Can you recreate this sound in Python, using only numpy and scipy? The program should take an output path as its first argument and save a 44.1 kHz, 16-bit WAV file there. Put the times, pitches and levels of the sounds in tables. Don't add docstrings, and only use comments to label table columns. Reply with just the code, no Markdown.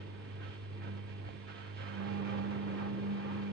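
import sys
import numpy as np
from scipy import signal
from scipy.fft import rfft, irfft
from scipy.io import wavfile

SR = 44100
rng = np.random.default_rng(int(sys.argv[2]) if len(sys.argv) > 2 else 0)


def generate_wav(sig):
    pcm = np.round(np.clip(np.atleast_2d(sig).T, -1, 1) * 32767).astype(np.int16)
    wavfile.write(sys.argv[1], SR, pcm)


N = 155232

# frequency in Hz, relative level in dB.
SPRAY_TONE = [(600, -28), (1500, -2), (2400, 0), (3200, -1), (4300, -8), (5500, -18.5), (7000, -23),
              (10000, -51.5)]


def amp(db):
    return 10 ** (np.asarray(db) / 20)


def unit(x):
    return x / np.sqrt(np.mean(x ** 2) + 1e-20)


def clock():
    return np.arange(N) / SR


def bins():
    return np.fft.rfftfreq(N, 1 / SR)


def curve(rows):
    return np.interp(clock(), *np.transpose(rows))


def spectrum(rows):
    hz, value = np.transpose(rows)
    return np.interp(np.log(bins() + 1), np.log(hz + 1), value)


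def drift(rate_hz):
    f = bins()
    slow = rfft(rng.standard_normal(N)) * np.exp(-(f / rate_hz) ** 2) * (f > 0)
    return unit(irfft(slow, N))


def swell(t, start, rise, hold, fade):
    attack = np.clip((t - start) / rise, 0, 1)
    return attack * np.exp(-np.maximum(t - start - rise - hold, 0) / fade)


def room(x):
    t60_s, tail_db = 0.24, 2.5
    t = np.arange(SR // 2) / SR
    tail = rng.standard_normal(len(t)) * amp(-60 * t / t60_s)
    reflections = amp(tail_db) * rfft(tail / np.linalg.norm(tail), N)
    return irfft(rfft(x) * (1 + reflections), N)


def radiate(pair, tone_rows):
    # frequency in Hz, width in Hz, lift in dB.
    cabinet = [(426.7, 6.5, 6), (544, 13, 2), (680.5, 13, 7.5), (818.6, 18, 9), (896, 10, 1.5),
               (928, 17, 5), (949, 20, 6), (1063.4, 15, 9), (1194, 18, 5), (1309, 21, 7.5), (1354, 11, 6.5),
               (1540, 11, 3.5), (1602, 13, 8), (1824, 12, 4.5), (2150, 36, 2.5), (2396, 51, 6.5),
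               (3093, 76, 7)]
    # frequency in Hz, likeness (limited to 0..1 below).
    likeness = [(60, 0), (220, 1.3), (400, 0.43), (730, 0.83), (1100, 0.5), (1600, 0.37), (4500, 0.49),
                (6700, 0.14), (9000, 0)]
    # frequency in Hz, lead of the left in radians.
    left_lead = [(40, 0), (120, -1.43), (200, 0.4), (420, -0.5), (600, -2.5), (950, -5), (1380, -4.5),
                 (1850, -6.5), (2400, -8), (3000, -4), (3900, -5.5), (5100, -5), (6400, -1), (7100, 1.6),
                 (8000, 3.2), (10000, 4)]
    # frequency in Hz, left over right in dB.
    balance = [(60, -9.5), (120, -0.5), (250, -5), (510, -6), (1050, -4), (2140, -5.5), (4370, -2.5),
               (8940, -0.5)]
    f = bins()
    ring_db = sum(db / (1 + (2 * (f - hz) / width) ** 2) for hz, width, db in cabinet)
    first, second = rfft(pair)
    same = np.clip(spectrum(likeness), 0, 1)
    left = same * first + np.sqrt(1 - same ** 2) * second
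    left = left * np.exp(1j * spectrum(left_lead))
    lean = amp(spectrum(balance) / 2)
    stereo = np.array([left * lean, first / lean])
    return unit(irfft(stereo * amp(spectrum(tone_rows) + ring_db), N))


def sway(share):
    # time in seconds, left over right in dB at full share.
    sway_rows = [(0, 0), (.8, -2), (1.6, -5), (2.25, -4), (2.9, 1.2), (3.52, 2.5)]
    return amp(share * curve(sway_rows) * np.array([[.5], [-.5]]))


def splashes(per_s, spread_db, wash):
    size = amp(spread_db * np.minimum(rng.exponential(1, N), 3))
    clicks = rng.choice([-1, 1], N) * (rng.random(N) < per_s / SR)
    bursts = unit(size * clicks)
    return unit(room(bursts + wash * rng.standard_normal(N)))


def hiss():
    # frequency in Hz, relative level in dB.
    hiss_tone = [(7800, -52.5), (8030, 3.5), (8500, -2), (9200, -13.5), (10000, -32.5), (12000, -49.5)]
    right_db = -82.5
    noise = irfft(rfft(rng.standard_normal((2, N))) * amp(spectrum(hiss_tone)), N)
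    return amp(right_db + np.array([[-22], [0]])) * unit(noise)


def water():
    # frequency in Hz, relative level in dB.
    flow_tone = [(20, -24), (60, 9), (120, 6), (230, 4), (350, 1.5), (520, -1), (700, -2.5), (1100, -3.5),
                 (1800, -11.5), (3100, -15), (4400, -17.5), (5500, -24.5), (7000, -33), (9500, -48.5),
                 (12000, -55.5)]
    # frequency in Hz, relative level in dB.
    rumble_tone = [(20, -27), (45, -23), (70, -7), (120, 8), (170, -4.5), (240, -9.5), (320, -1.5),
                   (450, -6), (600, -8.5), (1000, -19), (3000, -70.5)]
    # time in seconds, level in dB before the wavering.
    rumble_rows = [(0, -50.5), (.2, -56), (.44, -54), (.66, -60), (.85, -47), (1.0, -52), (1.12, -55.5),
                   (1.28, -51.5), (1.45, -58), (1.65, -63.5), (1.82, -53), (1.91, -54.5), (2.03, -47),
                   (2.3, -46), (2.8, -45), (3.05, -46.5), (3.3, -45.5), (3.52, -50.5)]
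    flow_gain = amp(-57.5 + 0.78 * drift(48))
    flow = flow_gain * radiate(rng.standard_normal((2, N)), flow_tone)
    rumble_gain = amp(curve(rumble_rows) + 1.5 * drift(20))
    rumble = rumble_gain * radiate(rng.standard_normal((2, N)), rumble_tone)
    return flow + rumble


def knock():
    # frequency in Hz, relative level in dB.
    knock_tone = [(60, -21), (250, 20), (700, 22), (1200, 5), (2300, 8), (4000, -31), (9000, -65)]
    level_db = -41
    shape = swell(clock(), start=1.2865, rise=0.0011, hold=0, fade=0.0037)
    return amp(level_db) * shape * radiate(rng.standard_normal((2, N)), knock_tone)


def churn():
    # frequency in Hz, relative level in dB.
    gurgle_tone = [(200, -20), (450, 0.5), (680, -1), (1000, 0.5), (1300, -3), (1800, -4.5), (2500, -11),
                   (3100, -15), (4400, -25), (5500, -30), (10000, -57)]
    # time in seconds, level in dB before the wavering.
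    gurgle_rows = [(1.76, -74), (1.82, -56.5), (1.99, -51), (2.05, -47.5), (2.14, -50.5), (2.3, -44.5),
                   (2.45, -48.5), (2.66, -48.5), (2.74, -47.5), (2.81, -44.5), (2.96, -53), (3.12, -50.5),
                   (3.29, -46.5), (3.42, -49), (3.52, -53.5)]
    # time in seconds, level in dB before the wavering.
    churn_spray_rows = [(1.76, -60), (1.87, -69), (2.05, -54.5), (2.3, -55), (2.6, -56.5), (2.8, -56),
                        (3.05, -56.5), (3.35, -56), (3.52, -55.5)]
    coarse = [splashes(per_s=700, spread_db=2, wash=0.43) for _ in range(2)]
    fine = [splashes(per_s=3000, spread_db=4.5, wash=0.78) for _ in range(2)]
    gurgle = amp(curve(gurgle_rows) + 1 * drift(35)) * radiate(coarse, gurgle_tone)
    spray = amp(curve(churn_spray_rows) + .9 * drift(30)) * radiate(fine, SPRAY_TONE)
    return gurgle + spray


def gulps():
    # start, rise, hold and fade in seconds, level of the bubbles in dB,
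    # spray over bubbles in dB, lag of the spray in seconds.
    gulp_rows = [(-.02, .02, 0.033, 0.041, -64, 2.5, -0.01), (0.054, .02, 0.14, 0.13, -64, -20, 0.0053),
                 (.21, 0.049, .04, 0.16, -63, -0.5, -0.012), (0.377, 0.038, 0.062, 0.053, -54, -4, .03),
                 (0.52, .015, 0.024, 0.023, -63, 4, 0), (0.786, 0.027, 0.077, 0.095, -55, -6, 0.025),
                 (1.067, 0.018, .045, 0.034, -65, 0, .01), (1.237, .015, 0.048, 0.032, -58, -2.5, 0.017),
                 (1.35, .02, .07, .05, -72, 6.5, 0), (1.464, 0.021, 0.017, 0.078, -51.5, -4, 0.0011),
                 (1.523, .04, .03, .24, -55.5, -2.5, 0), (1.772, 0.021, 0.18, 0.079, -51, -2, -.018)]
    # frequency in Hz, relative level in dB.
    gulp_tone = [(200, -31), (500, 4.5), (900, 2.5), (1400, 4), (1850, 3), (2600, -8), (3300, -15),
                 (4400, -28), (7000, -57)]
    slap_db, slap_hz = 1.13, 35
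    t = clock()
    coarse_gains = [amp(db) * swell(t, *shape) for *shape, db, _, _ in gulp_rows]
    spray_gains = [amp(db + spray_db) * swell(t - lag, *shape)
                   for *shape, db, spray_db, lag in gulp_rows]
    coarse = [splashes(per_s=1400, spread_db=2.0, wash=0.54) for _ in range(2)]
    spray = [splashes(per_s=4000, spread_db=3.0, wash=0.98) for _ in range(2)]
    out = np.linalg.norm(coarse_gains, axis=0) * radiate(coarse, gulp_tone)
    out += np.linalg.norm(spray_gains, axis=0) * radiate(spray, SPRAY_TONE)
    return amp(slap_db * drift(slap_hz)) * out


def hum():
    # time in seconds, level in dB before flutter and sway.
    low_rows = [(0, -45), (.16, -48.5), (.44, -43.5), (.5, -44), (.54, -51.5), (.62, -45), (.93, -42.5),
                (1.06, -46), (1.283, -43), (1.294, -53), (1.325, -50), (1.37, -51), (1.6, -50.5),
                (1.84, -42), (1.93, -46.5), (2.04, -50), (2.13, -44.5), (2.25, -49), (2.33, -42),
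                (2.42, -49), (2.65, -56), (2.76, -49), (2.91, -49), (2.98, -54), (3.08, -48.5),
                (3.18, -62.5), (3.32, -48.5), (3.52, -51)]
    # time in seconds, level in dB before lift, flutter and sway.
    octave_rows = [(0, -57.5), (.27, -58), (.4, -58.5), (.7, -62), (.91, -48), (1.04, -57), (1.17, -54.5),
                   (1.23, -64), (1.35, -56), (1.8, -63.5), (1.89, -51.5), (1.94, -49), (1.99, -42),
                   (2.29, -39), (2.6, -40.5), (3.0, -40.5), (3.12, -35.5), (3.21, -41.5), (3.52, -40)]
    # multiple of the mains, level in dB when full of water,
    # level in dB when drawing air (both before flutter), left over right in dB, left lead in radians.
    overtone_rows = [(3, -71, -58.5, 0.5, -1.06), (5, -71.5, -66.5, -11, -2), (6, -63.5, -54.5, 1, -1.6),
                     (7, -67.5, -63, 0.5, -1.2), (8, -68.5, -60.5, -8, 0.94), (9, -64, -59.5, -2.5, -1.36)]
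    # left over right in dB before sway, left lead in radians.
    low_place = (-0.46, -0.67)
    octave_place = (-3, -1.46)
    mains_hz = 50.015
    air_at_s, air_rise_s = 1.97, .2
    wobble_full_rad, wobble_air_rad, wobble_hz = 0.05, 0.068, 11
    slip_rad = 0.43
    flutter_db, overtone_flutter_db, octave_lift_db = 0.5, 2, 1.5

    air = np.clip((clock() - air_at_s) / air_rise_s + .5, 0, 1)
    wobble_rad = wobble_full_rad + air * (wobble_air_rad - wobble_full_rad)
    angle = 2 * np.pi * mains_hz * clock() + wobble_rad * drift(wobble_hz) - slip_rad * air

    def tone(db, lean_db, lead, order):
        phase = round(order) * angle + 2 * np.pi * rng.random()
        left = amp(db + lean_db / 2) * np.sin(phase + lead)
        right = amp(db - lean_db / 2) * np.sin(phase)
        return np.sqrt(2) * np.array([left, right])

    low_db = curve(low_rows) + flutter_db * drift(wobble_hz)
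    octave_db = curve(octave_rows) + octave_lift_db + flutter_db * drift(wobble_hz)
    out = tone(low_db, *low_place, order=2) * sway(0.41)
    out += tone(octave_db, *octave_place, order=4) * sway(0.88)
    for order, full_db, air_db, lean_db, lead in overtone_rows:
        db = full_db + air * (air_db - full_db) + overtone_flutter_db * drift(wobble_hz)
        out += tone(db, lean_db, lead, order)
    return out


def scene():
    wet = water() + knock() + churn() + gulps()
    return hiss() + sway(0.31) * wet + hum()


def record(dry):
    edge_hz = 12200
    ends = np.clip(np.minimum(clock(), clock()[::-1]) / .004, 0, 1)
    low_pass = signal.butter(12, edge_hz, fs=SR, output="sos")
    return signal.sosfiltfilt(low_pass, dry * ends)


dry = scene()
out = record(dry)
generate_wav(out)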